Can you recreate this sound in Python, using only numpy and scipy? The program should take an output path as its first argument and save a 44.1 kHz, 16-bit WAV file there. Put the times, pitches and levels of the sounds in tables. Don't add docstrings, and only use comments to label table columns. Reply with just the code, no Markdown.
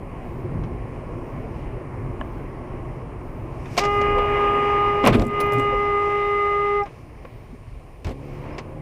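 import sys
import numpy as np
from scipy import signal
from scipy.fft import rfft, irfft, next_fast_len
from scipy.io import wavfile
from scipy.ndimage import uniform_filter1d

SR = 44100
rng = np.random.default_rng(int(sys.argv[2]) if len(sys.argv) > 2 else 0)


def put_to_file(sound):
    columns = np.atleast_2d(sound).T
    safe = np.clip(columns, -1, 1)
    whole_steps = np.round(safe * 32767)
    wavfile.write(sys.argv[1], SR, whole_steps.astype(np.int16))


def makeup_ratio(level_db):
    decades = np.asarray(level_db, float) / 20
    return 10 ** decades


N = 388521
TIME = np.arange(N) / SR
SIZE = next_fast_len(N, True)
HZ = np.maximum(np.arange(SIZE // 2 + 1) * SR / SIZE, 1)

# (centre [Hz], width [Hz], level [dB])
PLASTIC_MODES = [(4500, 1500, 1.5), (7900, 1100, 1.5), (10500, 2500, -3.5), (14000, 2500, -10.5)]


def shaped(gain):
    x = irfft(rfft(rng.standard_normal(SIZE)) * gain, SIZE)[:N]
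    return x / np.std(x)


def band(lo_hz, hi_hz):
    return 1 / np.sqrt((1 + (lo_hz / HZ) ** 8) * (1 + (HZ / hi_hz) ** 8))


def humps(modes):
    return sum(makeup_ratio(2 * db) / (1 + (2 * (HZ - f) / width) ** 2) for f, width, db in modes)


def walk(rate):
    hold = int(SR / rate)
    steps = np.repeat(rng.standard_normal(N // hold + 1), hold)
    return 1.35 * uniform_filter1d(uniform_filter1d(steps, hold), hold)[:N]


def bell(s, length):
    return np.exp(-((TIME - s) / length) ** 2)


def add(out, s, x):
    i = int(s * SR)
    out[i:i + len(x)] += x[:len(out) - i]


def fade(t60, rise):
    t = np.arange(int((t60 + 4 * rise) * SR)) / SR
    envelope = (1 - np.exp(-t / rise)) ** 2 * np.exp(-np.log(1000) * t / t60)
    return t, envelope / envelope.max()


def strike(out, s, hz, db, rise, t60):
    t, envelope = fade(t60, rise)
    add(out, s, makeup_ratio(db) * envelope * np.sin(2 * np.pi * hz * t))


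def duck():
    start_s, fall_s, hold_s, back_s = 5.045, 0.09, 0.14, 0.054
    duck_db, after_db = -13.5, -1
    down = np.clip((TIME - start_s) / fall_s, 0, 1)
    back = np.exp(-np.maximum(TIME - start_s - fall_s - hold_s, 0) / back_s)
    return down * (after_db + (duck_db - after_db) * back)


def horn():
    # (multiple, with a car alongside [dB], once it has gone [dB], ring-down [s], wander [dB])
    low_partials = [(1, -23.5, -21.5, 0.071, -0.06), (2, -29.5, -32.5, .1, -0.8),
                    (3, -21.5, -22.5, 0.051, -0.95), (4, -44, -47, 0.14, -0.7), (5, -32.5, -30, 0.054, 1.1),
                    (6, -42, -56, .07, -1), (7, -40, -47.5, 0.056, .4)]
    # (multiple, with a car alongside [dB], once it has gone [dB])
    high_partials = [(8, -59, -62), (9, -68, -62), (10, -72, -69), (11, -76, -75), (12, -68, -71),
                     (13, -73, -74)]
    # (multiple, time [s], length [s], level [dB])
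    echoes = [(1, 4.04, 0.18, 1.5), (1, 4.4, 0.092, 1), (1, 5.26, .04, 4), (2, 5.3, .14, -5),
              (5, 4.56, 0.45, -6.5), (5, 4.7, 0.074, 3), (5, 6.25, 0.16, 2.5), (5, 4.01, 0.13, 3),
              (6, 5.52, 0.2, 13), (7, 5.59, 0.16, 5.5), (8, 6.68, 0.1, 5), (3, 3.95, .15, -2),
              (2, 5.42, .1, -2.5), (5, 4.35, .08, -3), (5, 4.93, .07, -3), (5, 5.28, .04, 3),
              (8, 4.5, .3, 3), (2, 6.76, .08, 3), (9, 6.4, .5, 3), (7, 6.75, .1, -3), (3, 5.06, .03, -4)]
    on_s, off_s, horn_hz = 3.8, 6.8, 408.9
    attack_s, start_flat_hz, pull_up_s, sag_hz_per_s = 0.011, 15, 0.015, 100
    last_ring_s, last_ring_db = 0.035, 11
    tail_db, tail_t60_s = -14, 0.25
    bounce_rad = -2.2
    shake_rad = 0.05

    since, after = np.maximum(TIME - on_s, 0), np.maximum(TIME - off_s, 0)
    hz = horn_hz - start_flat_hz * np.exp(-since / pull_up_s) - sag_hz_per_s * np.minimum(after, 0.1)
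    turn = 2 * np.pi * np.cumsum(hz + 0.37 * walk(40)) / SR
    gone = np.interp(TIME, [3.8, 5.0, 5.4, 6.8], [0, 0.15, 0.7, 1])
    last_db = last_ring_db * bell(off_s + last_ring_s, 0.7 * last_ring_s)
    cabin_tail_db = tail_db - 60 * after / tail_t60_s
    tone = 0
    for k, near_db, gone_db, ring, wander_db in low_partials + [row + (0.05, 1.2) for row in high_partials]:
        db = near_db + (gone_db - near_db) * gone + (k == 2) * last_db
        db = db + np.maximum(-60 * (after / ring) ** 2.6, cabin_tail_db)
        echo = sum(echo_db * bell(s, length) for which, s, length, echo_db in echoes if which == k)
        db = db + (1 + 0.35 * walk(35)) * echo
        wander, flutter = walk(13), walk(30)
        db = db + min(wander_db, 1.3) * wander + 0.84 * flutter
        stroke = np.pi / 2 * (k % 2 == 0)
        bounce = ((k > 2) * bounce_rad + k * shake_rad * flutter) * (1 - gone)
        tone = tone + np.sqrt(2) * makeup_ratio(db) * np.cos(k * turn + stroke + bounce)
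    metal = makeup_ratio(-50.5) * shaped(band(900, 2300)) + makeup_ratio(-64.5) * shaped(band(2200, 2800))
    fizz = (1 + 0.7 * np.cos(turn)) * metal * makeup_ratio(-60 * (after / 0.08) ** 2)
    return (1 - np.exp(-since / attack_s)) * makeup_ratio(duck()) * (tone + fizz)


def knocks():
    # (time [s], crack [dB], panel [dB], sizzle [dB], ring-down [s])
    slaps = [(0.636, -45, -39, -66, 0.061), (2.2098, -53, -37, -56, 0.019), (3.658, -46, -32.5, -62, 0.03),
             (3.7689, -25, -30, -47, 0.075), (3.7775, -10, -21, -33, 0.035), (3.7815, -19, -28, -35, .03),
             (3.785, -16, -25, -34, 0.02), (3.7935, -18, -27, -39, .012), (3.801, -32, -40, -50, .08),
             (3.812, -31, -44, -54, .06), (3.789, -21, -38, -36, 0.14),
             (3.8363, -28.5, -25.5, -55.5, 0.064), (3.8504, -24.5, -32, -50, 0.06),
             (4.0135, -28, -26, -57.5, 0.04), (4.1844, -44, -22.5, -50, 0.039),
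             (6.858, -45, -35.5, -65, 0.083), (7.251, -50, -37, -70, 0.025), (8.046, -30, -33.5, -47, 0.05),
             (8.068, -34, -36, -62, 0.04), (8.092, -37, -42, -55.5, 0.04), (8.5822, -26.5, -30, -54, 0.03),
             (8.588, -34, -36, -60, .07)]
    # (time [s], crack [dB], panel [dB], sizzle [dB], ring-down [s])
    dash_hits = [(5.034, -33, -30, -55, 0.052), (5.041, -33, -18, -55, .05), (5.0705, -22, -20, -32, .03),
                 (5.0835, -24, -25, -33, .02), (5.0534, -28, -25, -33, 0.04),
                 (5.0625, -21, -9.5, -33, 0.055), (5.0745, -9, -13, -15, 0.016),
                 (5.0804, -33.5, -28.5, -50, 0.029), (5.0963, -31, -25, -49.5, 0.054),
                 (5.1217, -38, -40, -61.5, 0.053), (5.1392, -47, -24, -47, 0.052),
                 (5.1542, -43, -47, -55, 0.037), (5.197, -23, -24, -57, 0.017),
                 (5.2205, -27, -24, -43.5, 0.018), (5.402, -26, -29, -44, 0.04),
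                 (5.408, -36, -40, -47, .12), (5.523, -33, -34, -39, 0.023), (5.5325, -42, -34, -46, 0.07),
                 (5.5852, -38, -42, -46, 0.027), (5.598, -39, -24, -39, 0.013)]
    # (time [s], peak [dB])
    plastic_ticks = [(5.0514, -27), (5.0914, -36), (5.108, -42), (5.1297, -39), (5.1364, -39),
                     (5.1424, -34), (5.1477, -36), (5.154, -34), (5.1604, -37), (5.1684, -41),
                     (5.1734, -43), (5.1794, -47), (5.186, -42), (5.1961, -40), (5.2165, -36), (5.283, -43),
                     (5.2074, -41), (5.2234, -46), (5.23, -48), (5.2428, -42), (5.252, -38),
                     (5.2644, -37.5), (5.2686, -34), (5.275, -43), (5.2804, -44), (5.3108, -53),
                     (5.3373, -53), (5.6015, -41), (5.6095, -42.5), (5.6225, -46), (3.8385, -40),
                     (6.8349, -48)]
    # (centre [Hz], width [Hz], level [dB])
    shell_modes = [(2320, 570, 9.5), (5230, 2000, 2)]
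    # (centre [Hz], width [Hz], level [dB])
    trim_modes = [(268, 77, 2.5), (570, 350, 7), (1050, 100, 6), (1750, 58, -9.5), (2340, 730, -3)]

    crack, panel, sizzle, tick = np.zeros((4, N))
    for s, crack_db, panel_db, sizzle_db, t60 in slaps + dash_hits:
        s, t60 = s - 0.0015, max(t60, 0.005)
        add(crack, s, makeup_ratio(crack_db - 10.5) * fade(t60, 0.0015)[1])
        add(panel, s, makeup_ratio(panel_db) * fade(1.92 * t60, 0.0007)[1])
        add(sizzle, s, makeup_ratio(sizzle_db - 1.0) * fade(0.38 * t60, 0.00066)[1])
    for s, db in plastic_ticks:
        add(tick, s, makeup_ratio(db - 6) * fade(0.0037, 0.00035)[1])
    cracks = crack * shaped(band(1600, 7000) ** 2 * np.sqrt(1 + humps(shell_modes)))
    panels = panel * shaped(np.sqrt(humps(trim_modes)) * band(150, 3200))
    sizzles = sizzle * shaped(band(6500, 19000) * (8000 / HZ) ** 1.3)
    ticks = tick * shaped(np.sqrt(humps(PLASTIC_MODES)) * band(6000, 15500))
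    return cracks + panels + sizzles + ticks


def thuds():
    # (time [s], pitch [Hz], peak [dB], rise [s], ring-down
    # [s])
    struck_modes = [(0.618, 101, -33, 0.017, 0.21), (2.19, 50, -22, .01, 0.085), (3.71, 129, -24, 0.005, .1),
                    (4.14, 130, -37.5, .02, 0.19), (4.13, 31.8, -23.5, 0.021, 0.28),
                    (4.15, 501, -26, 0.01, 0.2), (4.165, 545, -29, .006, .12), (4.19, 480, -27, .006, .15),
                    (4.14, 60, -20, .008, .1),
                    (5.037, 263, -14.5, 0.003, 0.09), (5.082, 240, -14, .004, .06),
                (5.168, 105, -21, .008, .12), (5.21, 100, -23, .01, .15), (5.148, 400, -16, .003, .05),
                (5.061, 482, -8, 0.0065, 0.078), (5.08, 126.3, -15, 0.011, 0.12),
                (5.14, 236.3, -13.5, 0.0092, 0.15), (5.138, 116, -14, 0.0068, 0.12),
                (5.179, 40.5, -15, 0.0085, .2), (5.04, 206.5, -19, 0.026, 0.38),
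                (5.16, 317, -18.5, .015, 0.13), (5.192, 229, -15, 0.005, 0.067),
                (5.25, 230, -23, 0.011, 0.13), (5.52, 121.4, -21, 0.025, 0.37),
                (5.57, 270, -20, .015, 0.093), (5.72, 522, -23, 0.0058, 0.12), (5.735, 480, -28, .004, .08),
                (5.105, 330, -16, .004, .06), (5.17, 420, -19, .004, .08), (5.108, 150, -18, .005, .07),
                (5.74, 40.5, -25, 0.017, 0.2),
                    (2.212, 1060, -21, .0006, .022), (2.212, 1700, -26, .0006, .02),
                 (2.212, 3000, -33, .0004, .012), (3.772, 709, -18.5, 0.0044, 0.088),
                 (8.055, 800, -36, .002, .03), (8.048, 2600, -40, .001, .02), (8.066, 150, -25, .002, .04),
                 (8.584, 1950, -36, .001, .03), (8.523, 5000, -55, .001, .015),
                 (8.529, 5200, -54, .001, .03), (8.548, 5200, -50, .001, .015),
                 (8.549, 2100, -44, .001, .02), (6.818, 2400, -40, .002, .04),
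                 (6.833, 2100, -46, .002, .05), (2.211, 620, -27, .001, .03), (2.2, 300, -28, .003, .05),
                 (5.09, 45, -22, .01, .2), (6.833, 5500, -49, .002, .015), (6.836, 5100, -51, .002, .015),
                 (6.375, 4800, -58, .003, .04), (3.838, 5300, -34, .0006, .025),
                 (3.777, 6500, -24, .0008, .03), (3.778, 4400, -24, .0008, .04),
                 (7.248, 512, -33, .001, .025), (7.252, 1600, -45, 0.0009, 0.03),
                 (7.253, 1100, -38, 0.0009, 0.03), (7.251, 2500, -48, .001, .02),
                 (7.54, 400, -40, .004, .05), (.261, 710, -32, .001, 0.027),
                 (7.525, 246, -33, 0.0043, 0.068), (8.052, 82, -19.5, 0.003, .2),
                 (8.05, 44, -27, 0.011, .25)]

    out = np.zeros(N)
    for s, hz, db, rise, t60 in struck_modes:
        strike(out, s, hz, db, rise, t60)
    return out


def keys():
    # (pitch [Hz], level [dB], ring-down [s])
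    bunches = [
        [(9450, -14, .08), (10000, 0, .045), (13300, -9, .08), (14000, -10, .035), (15150, -8, .1)],
        [(9450, -1, .1), (13300, 2, .04), (14000, -8, .05), (15400, -16, .1), (6800, -10, .05)],
        [(13200, 0, .03), (9900, -8, .02), (6200, -6, .02), (10900, -10, .03), (15150, -9, .1)],
    ]
    jingle_s = (5.402, 5.408, 5.436, 5.459, 5.467, 5.531, 5.537)
    jingle_bunch = (0, 0, 2, 2, 2, 1, 1)
    jingle_db = (-34, -38, -50, -54, -53, -42, -48)

    out = np.zeros(N)
    for s, db, bunch in zip(jingle_s, jingle_db, jingle_bunch):
        for hz, key_db, t60 in bunches[bunch]:
            swing = makeup_ratio(1.2 * walk(150))
            t, envelope = fade(t60, 0.0005)
            ring = np.sin(2 * np.pi * hz * t)
            add(out, s, makeup_ratio(db + key_db) * envelope * swing[:len(t)] * ring)
    return out


def slide():
    # (time [s], length [s], rumble [dB], scrape [dB], grit [dB])
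    slides = [
        (5.051, 0.034, -14.5, -21.5, -37),
        (5.132, 0.024, -24, -24.5, -47.5),
        (5.154, 0.082, -23, -42, -48),
        (5.258, .04, -33.5, -44, -60.5),
        (5.52, 0.058, -36, -50, -54),
        (5.585, 0.042, -41, -50, -50),
        (8.058, 0.055, -34, -44, -52),
    ]
    rise_s, t60_s = 0.017, 0.12
    rumble, scrape, grit = np.zeros((3, N))
    for s, length, rumble_db, scrape_db, grit_db in slides:
        rise = np.clip((TIME - s) / rise_s + 1, 0, 1) ** 2
        envelope = rise * makeup_ratio(-60 * np.maximum(TIME - s - length, 0) / t60_s)
        rumble += makeup_ratio(rumble_db) * envelope
        scrape += makeup_ratio(scrape_db) * envelope
        grit += makeup_ratio(grit_db) * envelope
    low = rumble * shaped(band(80, 650))
    middle = makeup_ratio(-5.0) * scrape * shaped(band(980, 2900))
    high = makeup_ratio(-9.5) * grit * shaped(np.sqrt(humps(PLASTIC_MODES)) * band(3000, 15500))
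    jolts = makeup_ratio(3.2 * walk(90))
    return jolts * (low + middle + high)


def engine():
    # (time [s], firing rate [Hz], level [dB])
    pick_up = [
        (8.13, 134.3, -41),
        (8.2, 139.3, -41.5),
        (8.35, 143.2, -39.5),
        (8.5, 145.7, -40),
        (8.62, 152, -43),
        (8.81, 149.3, -39.5),
    ]
    s, hz, db = np.transpose(pick_up)
    turn = 2 * np.pi * np.cumsum(np.interp(TIME, s, hz) + 0.8 * walk(25)) / SR
    # (multiple of the firing rate, dB)
    orders = [(.5, -6.5), (1, 0.5), (1.5, -7.0), (2, -4.5), (2.5, -9.5), (3, -16.5), (3.5, -8), (4, -14)]
    tone = sum(makeup_ratio(order_db + 1.3 * walk(12)) * np.sin(k * turn) for k, order_db in orders)
    level = uniform_filter1d(makeup_ratio(np.interp(TIME, s, db, left=-120)), size=2000)
    return np.sqrt(2) * level * tone


def road():
    # (frequency [Hz], density [dB per Hz])
    cabin = [(14, -26.5), (24, 0), (45, 0.5), (75, -6), (130, -1.5), (190, -12), (370, -9), (440, -12),
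             (1100, -21.5), (1500, -31.5), (2250, -29), (2950, -39), (3500, -51), (15700, -61.5)]
    # (centre [Hz], width [Hz], level [dB])
    booms = [(101, 20, 0), (152, 32, -4), (246.3, 15, 4.5), (355, 17, 0.5), (1080, 81, 3.5),
             (5270, 940, 1.5)]
    # (time [s], level against cruising [dB])
    speed_curve = [(0, 0), (.5, 0.5), (2.4, 2), (3.5, 0), (5.0, 0), (5.7, -3.5), (6.1, -7), (6.75, -7),
                   (7.0, -9), (7.2, -7.5), (7.7, -11.5), (8.05, -9.5), (8.25, -5), (8.81, -6)]
    # (time [s], effort [0-1])
    brake_curve = [(3.65, 0), (3.85, 0.2), (4.07, 1), (4.4, 1), (5.0, .9), (5.6, 1), (6.1, 0.98),
                   (6.75, 0.95), (6.86, 0.08)]
    # (time [s], length [s], centre
    # [Hz], level [dB])
    bump_swells = [(.01, 0.11, 60, 2), (0.595, .2, 152, 6), (0.733, 0.14, 39.8, 6), (1.543, 0.073, 120, 2),
                   (2.04, 0.084, 50, 5), (3.74, 0.18, 6470, 11.5), (3.9, 0.37, 130, 2),
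                   (4.2, 0.32, 39.4, 2), (4.552, 0.26, 60, -3.5), (5.172, .1, 200, 16.5),
                   (5.55, 0.26, 173, 5), (6.66, 0.13, 6070, 0), (7.207, 0.28, 2000, 3),
                   (7.7, .35, 350, -2.5), (4.12, .15, 2900, -2.5), (7.45, .15, 90, 3),
                   (7.72, 0.073, 40, 12), (8.52, 0.081, 2700, 6), (8.55, 0.21, 650, 6.5),
                   (7.4, 0.31, 6000, 2.5), (6.92, 0.13, 6000, 4.5), (1.6, .08, 5500, 3.5),
                   (3.95, 0.096, 13000, 10), (3.762, 0.062, 13000, 15), (8.335, 0.23, 5740, 5.5)]
    control_hz = (45, 180, 600, 1500, 2600, 4000)
    speed_share = (0.59, 1, 0.86, 1, .7, 0.12)
    brake_db = (3.8, 1.3, 8.4, 15.7, 20.8, 11.1)
    duck_share = (0.11, .4, .6, 0.97, 0.73, .6)
    swell_octaves = 1.43

    speed = np.interp(TIME, *np.transpose(speed_curve))
    brake = np.interp(TIME, *np.transpose(brake_curve))
    swells = np.array([db * bell(s, length) for s, length, _, db in bump_swells])
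    swell_hz = np.array(bump_swells)[:, 2]
    cabin_hz, cabin_db = np.transpose(cabin)
    colour = makeup_ratio(np.interp(np.log(HZ), np.log(cabin_hz), cabin_db)) * np.sqrt(1 + humps(booms))
    out, bumps, down = 0, walk(6), duck()
    for step in range(20):
        hz = 22 * 2 ** (step / 2)
        gain = colour * np.cos(np.pi * np.clip(np.log2(HZ / hz), -0.5, 0.5))
        controls = (speed_share, brake_db, duck_share)
        share, scrub_db, dip = (np.interp(np.log(hz), np.log(control_hz), row) for row in controls)
        reach = np.exp(-(np.log2(swell_hz / hz) / swell_octaves) ** 2)
        hiss = min(max(np.log2(hz / 5000), 0), 1)
        moving_db = share * speed + scrub_db * brake + reach @ swells + 0.72 * bumps
        db = (1 - 0.41 * hiss) * moving_db + 1.1 * walk(12) + dip * down
        out = out + makeup_ratio(db) * np.sqrt(np.mean(gain ** 2)) * shaped(gain)
    return makeup_ratio(-10.5) * out


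def electronics():
    whine_hz, whine_db = 9530, -74
    writing = uniform_filter1d(1.0 * (np.abs(TIME % 1 - 0.345) < 0.115), size=2000)
    whine = np.sqrt(2) * makeup_ratio(whine_db + duck()) * np.sin(2 * np.pi * whine_hz * TIME)
    return whine + makeup_ratio(-74.0) * writing * shaped(band(14000, 14500) ** 8)


def scene():
    in_car = horn() + knocks() + thuds() + keys() + slide()
    return (in_car + engine() + road() + electronics())[None]


def band_limit(x):
    return signal.sosfilt(signal.butter(12, 15760, fs=SR, output="sos"), x)


def record(dry):
    rounded = 0.9 * dry / (1 + (dry / 0.58) ** 4) ** (1 / 4)
    top_cut = signal.ellip(8, 0.2, 70, 15450, fs=SR, output="sos")
    return band_limit(signal.sosfilt(top_cut, rounded))


dry = scene()
out = record(dry)
put_to_file(out)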